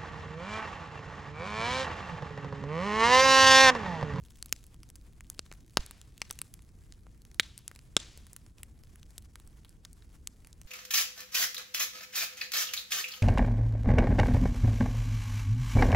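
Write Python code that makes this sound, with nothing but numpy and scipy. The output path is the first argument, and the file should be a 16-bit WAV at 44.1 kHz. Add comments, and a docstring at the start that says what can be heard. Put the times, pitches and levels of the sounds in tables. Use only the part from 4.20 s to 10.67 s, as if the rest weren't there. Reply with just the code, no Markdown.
"""A stacked log fire burns on a lawn at night, a few metres from a two-port microphone.
From the start flames rumble and flutter, sap hisses and embers tick. Pockets of steam and resin burst
in the wood; each pop scatters among the logs, then comes back from walls and trees. A sharp pop at
0.3 s stands out, then a bigger one at 1.6 s with a low puff of gas. The biggest land at 3.2 and 3.8 s;
lighter crackle follows, and a softer puff comes at the very end."""
import sys
import numpy as np
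from scipy import signal
from scipy.io import wavfile

SR = 44100
rng = np.random.default_rng(int(sys.argv[2]) if len(sys.argv) > 2 else 0)


def generate_wav(signal):
    """Clip the signal to [-1, 1] and save it as 16-bit WAV at the path in sys.argv[1]."""
    frames = np.transpose(np.atleast_2d(signal))
    scaled = np.clip(frames, -1, 1) * 32767
    pcm = np.round(scaled).astype(np.int16)
    wavfile.write(sys.argv[1], SR, pcm)


N = 285406


def from_db(db):
    """Decibels to gain."""
    return 10 ** (np.asarray(db) / 20)


def unit(x):
    """Scaled to rms 1."""
    return x / np.sqrt(np.mean(x ** 2) + 1e-20)


def at_hz(points, hz):
    """Reads a (frequency, value) curve on a log frequency axis."""
    freqs, values = np.transpose(points)
    return np.interp(np.log(hz), np.log(freqs), values)


def band(x, low_hz, high_hz, order=2):
    """Butterworth band-pass."""
    edges = np.clip([low_hz, high_hz], 10, .45 * SR)
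    return signal.sosfilt(signal.butter(order, edges, "band", fs=SR, output="sos"), x)


def drift(rate_hz):
    """A smooth random modulator, rms 1."""
    hop, run_in = 40, 2000
    pole = np.exp(-2 * np.pi * rate_hz * hop / SR)
    noise = rng.standard_normal(N // hop + run_in + 2)
    slow = signal.lfilter([1], [1, -2 * pole, pole * pole], noise)[run_in:]
    return np.interp(np.arange(N) / hop, np.arange(len(slow)), unit(slow))


# Stereo image of the bed: (frequency [Hz], left-right correlation [1 = mono])
BED_IMAGE = [(25, 0.6), (60, 1), (130, 0.97), (290, .92), (640, 0.28), (3000, .55), (7000, 1), (15000, 1)]

def noise_bed(spectrum, flutter_db, flutter_hz):
    """Stereo noise in half-octave bands that flicker partly together, partly alone; rms 1."""
    out, shared_flutter = 0, drift(flutter_hz)
    bottom_hz, top_hz = spectrum[0][0], spectrum[-1][0]
    edges = bottom_hz * np.sqrt(2) ** np.arange(2 * np.log2(top_hz / bottom_hz) + 1)
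    white = rng.standard_normal((2, 2, N + SR))  # a second of pre-roll
    for k, (low, high) in enumerate(zip(edges, edges[1:])):
        mid, side = band(white[k % 2], low, high)[:, SR:]
        hz = np.sqrt(low * high)
        alike = at_hz(BED_IMAGE, hz)
        stereo = np.sqrt(1 + alike) * mid + np.sqrt(1 - alike) * side * [[1], [-1]]
        flutter = shared_flutter + 0.5 * drift(flutter_hz)
        out = out + from_db(at_hz(spectrum, hz) + flutter_db * flutter) * stereo
    return unit(out)


# Tone of the flames: (frequency [Hz], relative spectral density [dB])
FLAME_TONE = [(15, 0.5), (30, -1), (50, 3.5), (85, -3), (160, -10.5), (290, -18), (500, -29), (900, -54.5)]

def flame_rumble():
    """The low end of the bed: flames rumbling with a light flutter."""
    return from_db(-54) * noise_bed(FLAME_TONE, flutter_db=1.05, flutter_hz=23)


# Tone of the sap: (frequency [Hz], relative spectral density [dB])
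SAP_TONE = [(300, -8.5), (700, 4.5), (1700, 2.5), (3000, -2), (4500, -4), (5500, 1), (7000, -1.5),
            (10500, 2), (15500, 0), (17000, -16.5)]

def sap_hiss():
    """The air on top of the bed: a thin, restless hiss of sap."""
    return from_db(-69.5) * noise_bed(SAP_TONE, flutter_db=3, flutter_hz=24)


# Fader ride on the embers: (time [s], level [dB])
EMBER_FADER = [(0.0, -65), (0.699, -73.5), (1.301, -70.5), (2.399, -71.5), (3.2, -74), (4.5, -76),
               (5.1, -70), (5.7, -78.5), (6.47, -71.5)]

def ember_ticks():
    """Embers tick faintly in random clumps; each tick is a grain of noise in one of five colours."""
    ticks_per_s, decay_s = 120, .0008
    sizes = from_db(4.5 * np.minimum(rng.exponential(1, N), 3))
    triggers = rng.random(N) < ticks_per_s * from_db(4 * drift(3)) / SR
    colour = rng.integers(0, 5, N)
    noise = rng.standard_normal(N)
    ticks, pole = 0, np.exp(-1 / (decay_s * SR))
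    for k, hz in enumerate(np.geomspace(2500, 10000, 5)):
        envelope = signal.lfilter([1], [1, -pole], sizes * triggers * (colour == k) + 1e-18)
        ticks = ticks + band(noise * envelope, hz / 2.6, hz * 4.2, order=1)
    fader_db = np.interp(np.arange(N) / SR, *np.transpose(EMBER_FADER))
    return from_db(fader_db) * unit(ticks)


# Low puffs of burning gas: (time [s], level before panning [dB], 1 / length [Hz])
GAS_PUFFS = [(1.591, -28.5, 43.57), (6.449, -42, 40.3)]

def gas_puffs():
    """Burning gas gives one soft suck and swell of air, panned a little right."""
    out, t = np.zeros(N), np.arange(N) / SR
    for start_s, level_db, hz in GAS_PUFFS:
        progress = np.clip((t - start_s) * hz, 0, 1)
        out -= from_db(level_db) * np.sin(2 * np.pi * progress ** .2) * np.sin(np.pi * progress ** .5)
    return out * from_db([[-1.5], [1.5]])


def yard_tail(layers):
    """The diffuse tail from house and trees swells and dies; each layer of a pop takes its own paths."""
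    predelay_s, swell_s, t60_s = .018, .012, .79
    t = np.arange(SR) / SR
    envelope = from_db(-57 - 60 * t / t60_s) * np.clip((t - predelay_s) / swell_s, 0, 1)
    envelope *= from_db(1.5 * drift(120)[:SR])  # trunks and walls answer in small lumps
    noise = rng.standard_normal((3, len(layers), SR))
    narrow_stereo = noise[0] + 0.26 * noise[1:]
    response = band(narrow_stereo * envelope, 300, 11900, order=1)
    return signal.fftconvolve(layers[None], response, axes=2)[:, :, :N].sum(axis=1)


def wall_slap(send):
    """One bright slapback, slightly smeared by the rough wall."""
    delay_s, t60_s = .0325, .04
    t = np.arange(SR // 10) / SR
    envelope = from_db(-48 - 60 * (t - delay_s) / t60_s) * (t > delay_s)
    response = band(envelope * rng.standard_normal((2, len(t))), 1500, 12000, order=1)
    return signal.fftconvolve(send[None], response, axes=1)[:, :N]


def log_scatter(send):
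    """Tight early reflections among the logs, some ten milliseconds long."""
    peak_s, t60_s = .0046, .025
    t = np.arange(SR // 10) / SR
    envelope = from_db(-40.5 - 60 * abs(t - peak_s) / t60_s) * (t > .001)
    response = band(envelope * rng.standard_normal(len(t)), 330, 13000, order=1)
    return signal.fftconvolve(send, response)[:N]


def pop_layers(split, spread_oct, snap_hz, thud_db, crack_db, fizz_db):
    """One pop in four layers: snap, crack and fizz of splitting wood, and the thud of the gas's push."""
    push_s, fizz_low_hz = .00038, 8330
    t = np.arange(split.shape[1]) / SR
    width = 2 ** spread_oct
    push = np.exp(-(t / push_s - 1.5) ** 2)
    snap = unit(band(split[0], snap_hz / width, min(snap_hz * width, fizz_low_hz)))
    thud = unit(band(push, 114, 1020))
    crack = unit(band(split[1], 926, 2750))
    fizz = unit(band(split[2], fizz_low_hz, 14400))
    return from_db([[0], [thud_db], [crack_db], [fizz_db]]) * [snap, thud, crack, fizz]


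# Cue list of wood pops; the faint one at 0.36 s is the sharp pop's slap off a wall.
# The last four columns are relative to the snap level:
# (time [s], snap level [dB], snap pitch [Hz], thud [dB], crack [dB], fizz [dB], echo send [dB])
POP_CUES = [(0.1053, -61, 6640, -35, -33, 2, 5), (0.2259, -39, 6250, -24, -17.5, -1.5, -13),
            (0.2592, -57, 6900, -32, -7, 13, 9.5), (0.284, -64, 5200, -11, -10, -10, -3),
            (0.2933, -61.5, 6200, -21, -12, -2, -4.5), (0.3258, -27, 5740, -18, -13.5, 1.5, -6.5),
            (0.3626, -55, 5260, -16, -19, -9, -7), (0.4402, -60, 6600, -23, -9, 2, -7),
            (0.4662, -68, 5800, -19, -30, 14, -4), (0.5434, -66.5, 4900, -17, 0, 7, 0),
            (0.632, -54, 4900, -32, -8, -3, 7), (0.6896, -61, 5930, -10, -19, -2, 3),
            (0.7009, -57, 5700, -12, -9, 6, -1), (0.756, -56.5, 5600, -25, -12, 5, 7),
            (0.7601, -62.5, 6000, -9, -9, 6, 11), (1.0074, -59.5, 5600, -30, 6, 7, -11),
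            (1.1, -43, 5800, -29, -15, 7.5, -7.5), (1.1923, -34.5, 5100, -10, -9.5, -33, -6),
            (1.2628, -63.5, 4800, -14, -1, -5, -1), (1.315, -52.5, 3500, -1, -3.5, -10.5, 0.5),
            (1.325, -52.5, 4730, -25, -0.6, -2.5, -3.5), (1.3373, -62, 5400, -14, -5.5, 2, -9.5),
            (1.5711, -22, 4100, -7.5, -4.5, -7.5, -0.55), (1.6627, -53.5, 4860, -15, -17, 8.5, -13),
            (1.71, -56.5, 5200, -11.5, 1.5, 13, 2.5), (1.8144, -51.5, 6000, -30.5, -16, -1, -0.5),
            (1.9786, -58, 5600, -30, -2, 6.5, 4), (2.0171, -34, 4040, -16.5, -4.5, -10.5, 1),
            (2.0205, -48, 4640, -26, -14, -17, 0), (2.0951, -62, 5500, -20.5, -12, 4, 5),
            (2.102, -52.5, 3935, -3.5, -2.5, -16, 9.5), (2.1096, -38, 5200, -22, -6, 4, -3),
            (2.126, -60.5, 6500, -18, -10, 9, 0), (2.1321, -57.5, 6600, -14, -26, -5, 1),
            (2.155, -70, 6500, -15, 0, 9, 0), (2.1892, -44, 4240, -29.5, -29, 1, -3),
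            (2.216, -42.5, 6000, -16, -4, 11.5, -0.5), (2.3394, -54, 6430, -23.5, -6, 10, 4),
            (2.392, -65, 5000, -21, -1, -12, -6.5), (2.4215, -66.5, 6500, -20, -14.5, 5.5, 3),
            (2.7232, -53, 5130, -28.5, -11, -7, -4.5), (2.8671, -73, 4070, 12.5, 10, 0.5, -1),
            (3.0187, -63, 5600, -16.5, -20.5, 3.5, -1), (3.051, -62.5, 5370, -19, -5, 3.5, 2),
            (3.1145, -60.5, 5650, -12, -6, -6, -1), (3.1442, -60.5, 6740, -24, -9, 8.5, -3.5),
            (3.1972, -21, 3900, -17, -8.5, -14, -2), (3.2016, -32.5, 3500, -38, -16, -4, 3),
            (3.378, -52, 6170, -15.5, -19, 9, 3), (3.3894, -59.5, 6430, -19, -9, 5, 1),
            (3.4791, -41, 5870, -26, -18, 4, -7.5), (3.5141, -62, 4450, -1, 9.5, 7, -3),
            (3.5508, -62.5, 5770, -10, -14, 1.5, -3.5), (3.5603, -59, 4870, -5, 1, 5.5, -1),
            (3.5906, -57.5, 4640, -26, -7, -1.5, -2), (3.7665, -19, 4190, -11, -10, -26, 2),
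            (3.9749, -57.5, 6230, -2, -12, 7.5, 12), (4.0674, -60.5, 5050, -16, -5, 5.5, 11.5),
            (4.1313, -61, 6700, -17, -7.5, 14.5, -1.5), (4.164, -53.5, 5800, -22.5, -4.5, 11, 4.5),
            (4.264, -61, 4640, -8, -4.5, -7.5, -0.5), (4.3832, -60.5, 5000, -13.5, -5.5, -3, 0),
            (4.432, -50.5, 5400, -26.5, -1.5, 10, 0), (4.636, -61, 5805, -7, -11.5, 1.5, -1.5),
            (4.7576, -72, 4880, -10.5, 8, 18.5, -10.5), (4.83, -56.5, 5620, -23.5, -6.5, -4.5, -4.5),
            (4.906, -64, 5370, -13.5, -15.5, 0, -2.5), (4.9801, -46.5, 5740, -16, -16, 5.5, -7.5),
            (4.984, -62, 5690, -11, -14.5, 12, -2.5), (5.1562, -53, 4980, -18.5, -1.5, 1.5, 3.5),
            (5.1994, -62.5, 5580, -27, -4, 5.5, 9), (5.275, -66, 7420, -17.5, -5.5, 11.5, 1),
            (5.448, -61, 4240, -20, -6.5, 1.5, 14.5), (5.493, -62.5, 7530, -21.5, -34.5, 6.5, 6.5),
            (5.6501, -48, 6240, -29.5, -15.5, -3, -2), (5.6536, -54, 5600, -16, -7.5, -23.5, 5),
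            (5.7302, -60.5, 5870, -16.5, -32, 6, 5), (5.8228, -64.5, 3590, -18, 0.5, -13, -4),
            (6.0729, -38, 6160, -32.5, -17.5, 0, -5), (6.2472, -58.5, 4720, -14, -6, 0.5, 6),
            (6.2713, -62, 5880, -21.5, 0, 10, 3), (6.329, -54.5, 6550, -30.5, -28, -3, 1.5),
            (6.415, -54, 5600, -11, -14.5, 1, 10.5)]

def wood_pops():
    """Steam and resin burst the wood: gives the dry pops, a log and wall send and a layered yard send."""
    length, rise_s, t60_s = 400, .0002, .0024
    t = np.arange(length) / SR
    direct, near_send = np.zeros((2, N + length))
    yard_send = np.zeros((4, N + length))
    envelope = t / rise_s * from_db(-60 * t / t60_s)  # a millisecond of uneven splitting
    splits = rng.standard_normal((len(POP_CUES), 3, length)) * envelope
    click = np.tile(signal.unit_impulse(length), (3, 1))  # gives the pop's mean colour all round
    previous_s = -1
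    for (start_s, level_db, snap_hz, *mix_db, send_db), split in zip(POP_CUES, splits):
        start = round(start_s * SR)
        span = slice(start, start + length)
        # a split that follows another at once rings narrower
        spread_oct = .2 if start_s - previous_s < .0065 else .77
        previous_s = start_s
        # a pop deep in the pile snaps lower and sends more to logs and wall
        depth_db = -11 * np.log2(snap_hz / 4500)
        pop = pop_layers(split, spread_oct, snap_hz, *mix_db).sum(axis=0)
        direct[span] += from_db(level_db) * pop
        near_send[span] += from_db(level_db + send_db + depth_db) * pop
        clean_layers = pop_layers(click, spread_oct, snap_hz, *mix_db)
        yard_send[:, span] += from_db(level_db + send_db) * clean_layers
    return direct[:N], near_send[:N], yard_send[:, :N]


def scene():
    """The mix: pops up front, their echoes behind, the fire's bed underneath."""
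    pops, near_send, yard_send = wood_pops()
    echoes = log_scatter(near_send) + wall_slap(near_send) + yard_tail(yard_send)
    bed = flame_rumble() + sap_hiss() + ember_ticks()
    return bed + gas_puffs() + echoes + pops


# Treble notches of the microphone ports, left then right: (centre [Hz], width [Hz], gain [dB])
PORT_NOTCHES = [
    [(12450, 1600, -21), (14100, 1500, -7)],
    [(5600, 1700, -4.8), (9000, 1500, -5), (13900, 2100, -14)],
]

def record(dry):
    """Each port colours the treble in its own way; a steep high cut takes off the top."""
    out = dry.copy()
    for channel, notches in enumerate(PORT_NOTCHES):
        for hz, width_hz, gain_db in notches:
            tuning = -2 * np.cos(2 * np.pi * hz / SR)
            width, root_gain = np.pi * width_hz / SR, from_db(gain_db / 2)
            feedforward = [1 + width * root_gain, tuning, 1 - width * root_gain]
            feedback = [1 + width / root_gain, tuning, 1 - width / root_gain]
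            out[channel] = signal.lfilter(feedforward, feedback, out[channel])
    high_cut = signal.cheby2(12, 70, 17200, fs=SR, output="sos")
    return signal.sosfilt(high_cut, out)


dry = scene()
out = record(dry)
generate_wav(out)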